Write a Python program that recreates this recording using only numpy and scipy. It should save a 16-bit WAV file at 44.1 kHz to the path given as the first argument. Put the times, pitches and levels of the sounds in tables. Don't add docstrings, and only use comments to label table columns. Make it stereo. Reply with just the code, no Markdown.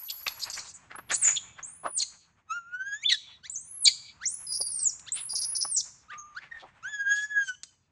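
import sys
import numpy as np
from scipy import signal
from scipy.fft import rfft, irfft, next_fast_len
from scipy.io import wavfile
from scipy.ndimage import uniform_filter1d

SR = 44100
rng = np.random.default_rng(int(sys.argv[2]) if len(sys.argv) > 2 else 0)


def master_out(mix):
    frames = np.transpose(np.atleast_2d(mix))
    ceiling = np.clip(frames, -1, 1)
    pcm = np.round(ceiling * 32767).astype(np.int16)
    wavfile.write(sys.argv[1], SR, pcm)


N = 348831

# start_s, end_s, centre_hz, level_db
RASPS = [(0.089, 0.112, 3200, -41.5), (0.419, 0.441, 4300, -31.5), (0.742, 0.774, 7180, -49),
         (1.122, 1.163, 7200, -29), (1.246, 1.313, 6700, -31), (1.363, 1.379, 3270, -29.5),
         (2.003, 2.029, 3950, -32), (3.093, 3.128, 3695, -28.5), (3.856, 3.884, 3900, -22),
         (5.77, 5.809, 5400, -30), (7.1, 7.2, 3050, -56)]
# start_s, end_s, harshness (0 to 1)
BREAKS = [(4.47, 4.53, 0), (4.528, 4.575, 0.4), (4.611, 4.632, 0.3), (4.663, 4.685, 0.1),
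          (4.718, 4.907, 0.12), (5.296, 5.332, .15), (5.357, 5.392, 0.7), (5.418, 5.448, 0.7),
          (5.554, 5.577, 0.7), (5.61, 5.636, 1), (5.716, 5.81, 0)]


def amp(db):
    return 10 ** (np.asarray(db) / 20)


def unit(x):
    return x / np.sqrt(np.mean(x ** 2) + 1e-20)


def along(points, hz):
    f, v = np.transpose(points)
    return np.interp(np.log(hz + 1e-9), np.log(f), v)


def wobble(rate, size):
    curve = signal.resample(rng.standard_normal(2048), 16384)
    position = np.arange(size) * (8 * rate / SR)
    return np.interp(position, np.arange(len(curve)), curve)


def filtered(x, response):
    size = x.shape[-1]
    m = next_fast_len(size + 4096)
    spectrum = rfft(x, m) * response(np.fft.rfftfreq(m, 1 / SR))
    return irfft(spectrum, m)[..., :size]


def dull(hz, edge_hz, order=14):
    return 1 / np.sqrt(1 + (hz / edge_hz) ** (2 * order))


def noise(spectrum, size, centre=1, edge_hz=8300):
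    m = next_fast_len(max(size, SR // 2))
    hz = np.fft.rfftfreq(m, 1 / SR)
    colour = amp(along(spectrum, hz / centre)) * dull(hz, edge_hz)
    return unit(irfft(rfft(rng.standard_normal(m)) * colour, m)[:size])


def patchy(x, depth_db=5.0):
    z = signal.stft(np.pad(x, (0, 512)), nperseg=256)[2]
    field = uniform_filter1d(rng.standard_normal(z.shape), size=3, axis=0)
    field = uniform_filter1d(field, size=7, axis=1)
    return signal.istft(z * amp(depth_db * unit(field)), nperseg=256)[1][:len(x)]


def grainy(x):
    lumps_db = 2 * wobble(450, len(x)) + 1.5 * wobble(80, len(x))
    return unit(patchy(x) * amp(lumps_db / 20 * 20))


def gate(start, end, edge):
    t = np.arange(int(max(start - edge, 0) * SR), int((max(end, start) + edge) * SR)) / SR
    ramp = np.minimum(t - start + edge, end + edge - t) / edge
    return t, np.sin(np.pi / 2 * np.clip(ramp, 0, 1)) ** 2


def follow(rows, t):
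    s, *cols = np.transpose(rows)
    return [np.interp(t, s, c) for c in cols]


def add(track, t, x):
    part = track[round(t[0] * SR):][:len(x)]
    part += x[:len(part)]


def spell(rows, t):
    inside = np.zeros(N)
    for start, end, value in rows:
        times, fade = gate(start, end, 0.0045)
        add(inside, times, value * fade)
    return np.clip(inside[(t * SR).astype(int)], 0, 1)


def arch(t, start, end, first, aim, last, climb, drop, sag):
    t = np.clip(t, start, end)
    approach = (aim - first) * np.exp((start - t) / climb)
    ending = (aim - sag * (end - start) - last) * np.exp((t - end) / drop)
    return aim - sag * (t - start) - approach - ending


def screams(step=0.09, choke_db=-5, flutter_db=3, half_db=-4, slip=0.71, drift=0.0079, fifth_db=-20):
    # start_s, end_s, first_hz, aim_hz, last_hz, climb_s, drop_s, sag_hz_per_s,
    # then effort_db at each of the four stages
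    scream_rows = [(0, 0.591, 11750, 11850, 11650, 0.064, 0.032, 710.5, -24, -20.5, -25, -36),
                   (0.96, 1.13, 10550, 12200, 10860, 0.046, 0.042, 2901, -30, -37, -49, -32),
                   (1.147, 1.208, 7860, 11230, 10100, 0.031, 0.017, 0, -27.5, -27.5, -22, -22),
                   (1.217, 1.381, 9900, 6950, 7050, 0.013, 0.07, 6.5, -21.5, -21.5, -27, -38),
                   (1.631, 2.001, 6300, 11500, 4370, 0.087, 0.021, 4601.5, -43.5, -35.5, -38.5, -21.5),
                   (3.047, 3.107, 2920, 3593, 2400, 0.0087, 0.0087, -1.5, -36, -10.5, -20, -18.5),
                   (3.5, 3.554, 7380, 8330, 6580, 0.012, 0.013, 100, -38, -38, -37.5, -39),
                   (3.559, 3.871, 6110, 13290, 4580, 0.17, 0.027, 10, -36.5, -44, -27, -16),
                   (4.258, 4.904, 5460, 11520, 5900, 0.059, 0.059, 2601, -26.5, -26.5, -15.5, -24),
                   (5.123, 5.811, 7346, 11110, 3800, 0.048, 0.033, 1700, -25, -20.5, -15.5, -21)]
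    stages = [0, .25, .5, .93]
    # pitch_hz, level_db
    carry = [(4000, -8.5), (7200, 0.5), (8800, -11.5), (12000, -24)]
    # low_hz, high_hz
    doubling_hz = [9200, 9600]
    release_db = 9.5
    kick_db, kick_s = 5.5, 0.0043
    squeal_hz = 11160
    waver, plain_jitter, squeal_jitter, rasp_jitter = .0055, .007, .011, .02

    out = np.zeros(N)
    for start, end, first, aim, last, climb, drop, sag, *effort_db in scream_rows:
        t, fade = gate(start, end, 0.0034)
        size = len(t)
        broken = spell([(a, b, 1) for a, b, _ in BREAKS], t)
        harsh = spell(BREAKS, t)
        rasping = spell([(a, b, 1) for a, b, _, _ in RASPS], t)

        hz = arch(t, start, end, first, aim, last, climb, drop, sag)
        rough_jitter = plain_jitter + rasp_jitter * np.maximum(harsh, rasping)
        jitter = np.where(hz > squeal_hz, squeal_jitter, rough_jitter)
        hz = hz * (1 - step * broken)

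        share = (t - start) / (end - start)
        db = np.interp(share, stages + [1], effort_db + [effort_db[-1] - release_db])
        db = db + kick_db * np.exp((start - t) / kick_s) + along(carry, hz) + choke_db * harsh
        doubled = broken * np.interp(hz, doubling_hz, [0, 1])

        hz = hz * (1 + drift * wobble(25, size) + waver * wobble(90, size) + jitter * wobble(1400, size))
        phase = 2 * np.pi * np.cumsum(hz) / SR
        slow = phase / 2 + slip * harsh * wobble(900, size)
        half = amp(half_db) * doubled * (np.sin(slow) + amp(fifth_db) * np.sin(phase + slow))
        level = amp(db + flutter_db * wobble(170, size))
        add(out, t, np.sqrt(2) * fade * level * (np.sin(phase) + half))
    return out


def hisses():
    # start_s, end_s, level_db
    hiss_rows = [(0, 0.402, -56.5), (0.101, 0.112, -33.5), (0.402, 0.453, -43), (0.501, 0.52, -38.5),
                 (0.54, 0.604, -38.5), (0.618, 0.709, -47.5), (1.117, 1.159, -34), (1.24, 1.342, -48),
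                 (1.978, 2.02, -39), (7.156, 7.249, -49), (7.446, 7.495, -50)]
    # frequency_hz, level_db
    hiss_shape = [(1500, -19), (3700, -11.5), (4500, 1.5), (5600, 1), (7200, 5), (10000, -12.5)]
    out = np.zeros(N)
    for start, end, db in hiss_rows:
        t, fade = gate(start, end, (end - start) / 4)
        add(out, t, amp(db) * fade * grainy(noise(hiss_shape, len(t))))
    return out


def background(side_db=-15, rustle_db=4):
    # time_s, level_db
    shuffle = [(.15, -61), (.5, -54), (.8, -65.5), (1.3, -58), (2.4, -75.5), (4.6, -67), (5.6, -63.5),
               (6.05, -72.5), (6.6, -61), (7.8, -83)]
    # time_s, level_db
    rumble = [(0, -79), (1.15, -60), (2.3, -74), (4.6, -64.5), (7.8, -74.5)]
    # frequency_hz, relative level_db_per_hz
    air = [(35, -30.5), (58, 0.5), (140, 0.5), (350, -14.5), (9000, -43)]
    # frequency_hz, relative level_db_per_hz
    fur = [(90, 0), (350, -12), (1000, 6), (2500, -1), (4500, -17.5)]
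    t = np.arange(N) / SR
    level_db, = follow(shuffle, t)
    air_db, = follow(rumble, t)
    rustle = amp(level_db + rustle_db * wobble(25, N))
    mid, side = [amp(air_db) * noise(air, N) + rustle * noise(fur, N) for _ in range(2)]
    return np.array([mid + amp(side_db) * side, mid - amp(side_db) * side])


def rasps():
    # multiple of the centre, level_db
    rasp_shape = [(.25, -46), (.65, -26), (.9, 3), (1.08, 13.5), (1.45, -15), (1.8, -12), (3, -49.5)]
    break_hz, break_db = 5130, -29
    rows = list(RASPS)
    for start, end, harsh in BREAKS:
        rows.append((start, end, break_hz, break_db + 20 * np.log10(harsh + 1e-6)))
    out = np.zeros(N)
    for start, end, hz, db in rows:
        t, fade = gate(start, end, (end - start) / 4)
        add(out, t, amp(db) * fade * grainy(noise(rasp_shape, len(t), hz)))
    return out


def scuffs(grit_db=3, t60_per_rise=5):
    # peak_time_s, peak_db, centre_hz, rise_s (time to gain 10 dB)
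    scuff_rows = [(.267, -21, 2230, 0.0015), (0.28, -20, 4040, 0.001), (0.578, -35, 1930, 0.0055),
                  (0.916, -40, 1550, 0.008), (0.952, -38, 1180, 0.0051), (0.987, -34, 1220, 0.0039),
                  (1.104, -30, 2870, 0.0053), (1.119, -26, 1575, 0.011), (1.285, -33, 1950, 0.035),
                  (1.592, -40, 1480, 0.006), (1.863, -28, 910, 0.014), (4.61, -40, 545.4, 0.0044),
                  (4.996, -44, 7000, 0.0012), (5.183, -38, 2920, 0.02), (5.336, -42.5, 785, 0.004),
                  (5.652, -33, 959, 0.0025), (6.136, -41, 1900, 0.011), (6.44, -45.5, 1810, 0.024),
                  (6.612, -50, 3050, 0.014), (6.641, -44, 740, 0.014), (7.634, -30.5, 6000, 0.00028)]
    # multiple of the centre, level_db
    scuff_shape = [(.1, -18), (.6, -2.5), (1.15, 7), (1.9, -9), (10, -44.5)]
    tap_t60 = .02
    out = np.zeros(N)
    for s, db, hz, rise in scuff_rows:
        t60 = tap_t60 + t60_per_rise * rise
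        t, fade = gate(s - 2 * rise, s + t60, 0.0048)
        shape_db = np.where(t < s, 10 * (t - s) / rise, -60 * (t - s) / t60)
        grit = amp(grit_db * wobble(600, len(t)))
        burst = unit(noise(scuff_shape, len(t), hz) * grit)
        add(out, t, fade * amp(db + shape_db) * burst)
    return out


def low_voice(hz, db, upper_db, throat, jitter, flutter_db, flutter_rate, husk_db, waver=0.0038):
    k = np.arange(2, 8)[:, None]
    size = len(hz)
    hz = hz * (1 + waver * wobble(50, size) + jitter * wobble(900, size))
    phase = 2 * np.pi * np.cumsum(hz) / SR
    unsteady_db = 3.5 * np.array([wobble(31, size) for _ in k])
    gains = amp(along(throat, k * hz) + unsteady_db) * dull(k * hz, 11000)
    upper = (gains * np.sin(k * phase)).sum(0) / np.linalg.norm(gains, axis=0)
    husk = amp(husk_db) * noise([(800, -30.5)] + throat, size)
    voice = amp(db) * np.sin(phase) + amp(upper_db) * (upper + husk)
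    return np.sqrt(2) * amp(flutter_db * wobble(flutter_rate, size)) * voice


def yelps():
    # start_s, end_s, first_hz, last_hz, fundamental_db, overtones_db
    yelp_rows = [(2.02, 2.042, 2347, 2020, -50.5, -26.5), (3.099, 3.163, 2235, 1650, -31.5, -25),
                 (3.431, 3.473, 1434, 2354, -46, -43), (3.871, 3.904, 2417, 2043, -36, -21.5),
                 (4.201, 4.25, 1175, 2147, -40.5, -49.5), (5.065, 5.091, 1213, 1970, -43.5, -36),
                 (6.085, 6.124, 1256, 1960, -40.5, -52), (6.35, 6.388, 1165, 1740, -34.5, -48),
                 (6.515, 6.617, 1877, 1780, -42.5, -66.5)]
    # frequency_hz, level_db
    open_throat = [(2400, 2.5), (3400, 8), (4400, 8), (5200, -3.5), (6700, -0.5), (10000, -33)]
    bend, peak, fade_db = 1.4, 0.74, 42
    out = np.zeros(N)
    for start, end, first, last, db, upper_db in yelp_rows:
        t, fade = gate(start, end, 0.005)
        tension = np.interp(t, [start, end], [0, 1] if last > first else [1, 0])
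        hz = min(first, last) + abs(last - first) * tension ** bend
        swell = amp(-fade_db * (tension - peak) ** 2)
        voice = low_voice(hz, db, upper_db, open_throat, jitter=.024,
                          flutter_db=4.5, flutter_rate=110, husk_db=-17)
        add(out, t, fade * swell * voice)
    return out


def coos():
    # time_s, pitch_hz, fundamental_db, overtones_db
    coo_rows = [
        [(2.48, 1275, -66, -73), (2.508, 1284, -38, -48), (2.55, 1415, -41, -58), (2.65, 1365, -50, -79.5),
         (2.83, 1555, -34.5, -57), (2.88, 1631, -42.5, -55), (2.93, 1649, -39, -52), (3.02, 1877, -55, -50.5),
         (3.042, 2384, -35, -44)],
        [(6.828, 1242, -62.5, -65), (6.855, 1518, -35, -54), (6.9, 1746, -40.5, -47), (6.965, 1664, -33, -44.5),
         (7.06, 1600, -32, -59.5), (7.088, 1634, -40, -59), (7.12, 1653, -25, -37), (7.29, 1706, -42.5, -58.5),
         (7.38, 1661, -22.5, -52.5), (7.47, 1569, -48.5, -43), (7.51, 1484, -33, -50.5),
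         (7.552, 1473, -56, -46)],
    ]
    # frequency_hz, level_db
    coo_throat = [(2400, 8.5), (3500, 5), (4800, -11), (6700, 9.5), (8200, -21), (10000, -36)]
    out = np.zeros(N)
    for rows in coo_rows:
        t, fade = gate(rows[0][0], rows[-1][0], 0.0023)
        hz, db, upper_db = follow(rows, t)
        voice = low_voice(hz, db, upper_db, coo_throat, jitter=0.0054,
                          flutter_db=4.5, flutter_rate=35.15, husk_db=-20.5)
        add(out, t, fade * voice)
    return out


def peeps(waver=0.018, fade_db=12):
    # start_s, end_s, pitch_hz, starting level_db
    peep_rows = [(6.127, 6.328, 1204, -44), (6.196, 6.225, 6470, -42.5)]
    out = np.zeros(N)
    for start, end, hz, db in peep_rows:
        t, fade = gate(start, end, 0.022)
        level = amp(db - fade_db * (t - start) / (end - start))
        phase = 2 * np.pi * np.cumsum(hz * (1 + waver * wobble(450, len(t)))) / SR
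        add(out, t, np.sqrt(2) * level * fade * np.sin(phase))
    return out


def energy(h):
    return h / np.linalg.norm(h, axis=1, keepdims=True)


def outdoors(x, ground_db=-11, bank_db=-16, trees_db=-24, trees_s=0.032, trees_spread=0.12,
             far_db=3, far_s=.212, far_spread=0.021, wide_db=-5.5, thin_hz=2300):
    # frequency_hz, t60_s
    bank_t60 = [(1600, 0.15), (6500, 0.52), (14000, 0.05)]
    # frequency_hz, level_db
    tree_colour = [(1700, -17), (2400, 6), (9000, -19)]
    # frequency_hz, level_db
    apart = [(250, -19), (1000, 1.5), (4000, 0.5)]
    size = SR * 3 // 4
    t = np.arange(size) / SR

    ground = energy(rng.standard_normal((2, size)) * amp(-60 * t / .08))

    hz, frames, z = signal.stft(rng.standard_normal((2, size)), SR, nperseg=256)
    decay = amp(-60 * frames / along(bank_t60, hz)[:, None])
    bank = energy(signal.istft(z * decay, SR, nperseg=256)[1][:, :size])
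    bank = filtered(bank, lambda hz: 1 - dull(hz, thin_hz, order=4))

    near_swell = np.exp(-((t - trees_s) / trees_spread) ** 2 / 2)
    far_swell = np.exp(-((t - far_s) / far_spread) ** 2 / 2)
    trees = energy(rng.standard_normal((2, size)) * (near_swell + amp(far_db) * far_swell))
    trees = filtered(trees, lambda hz: amp(along(tree_colour, hz)))

    answer = amp([[ground_db], [wide_db]]) * ground + amp(bank_db) * bank + amp(trees_db) * trees
    mid, side = signal.fftconvolve(x[None], answer, axes=1)[:, :N]
    side = filtered(side, lambda hz: amp(along(apart, hz)))
    return np.array([x + mid + side, x + mid - side])


def scene():
    voice = screams() + hisses() + rasps() + yelps() + coos()
    return outdoors(voice + scuffs() + peeps()) + background()


def record(dry):
    return filtered(dry, lambda hz: hz < 15300)


dry = scene()
out = record(dry)
master_out(out)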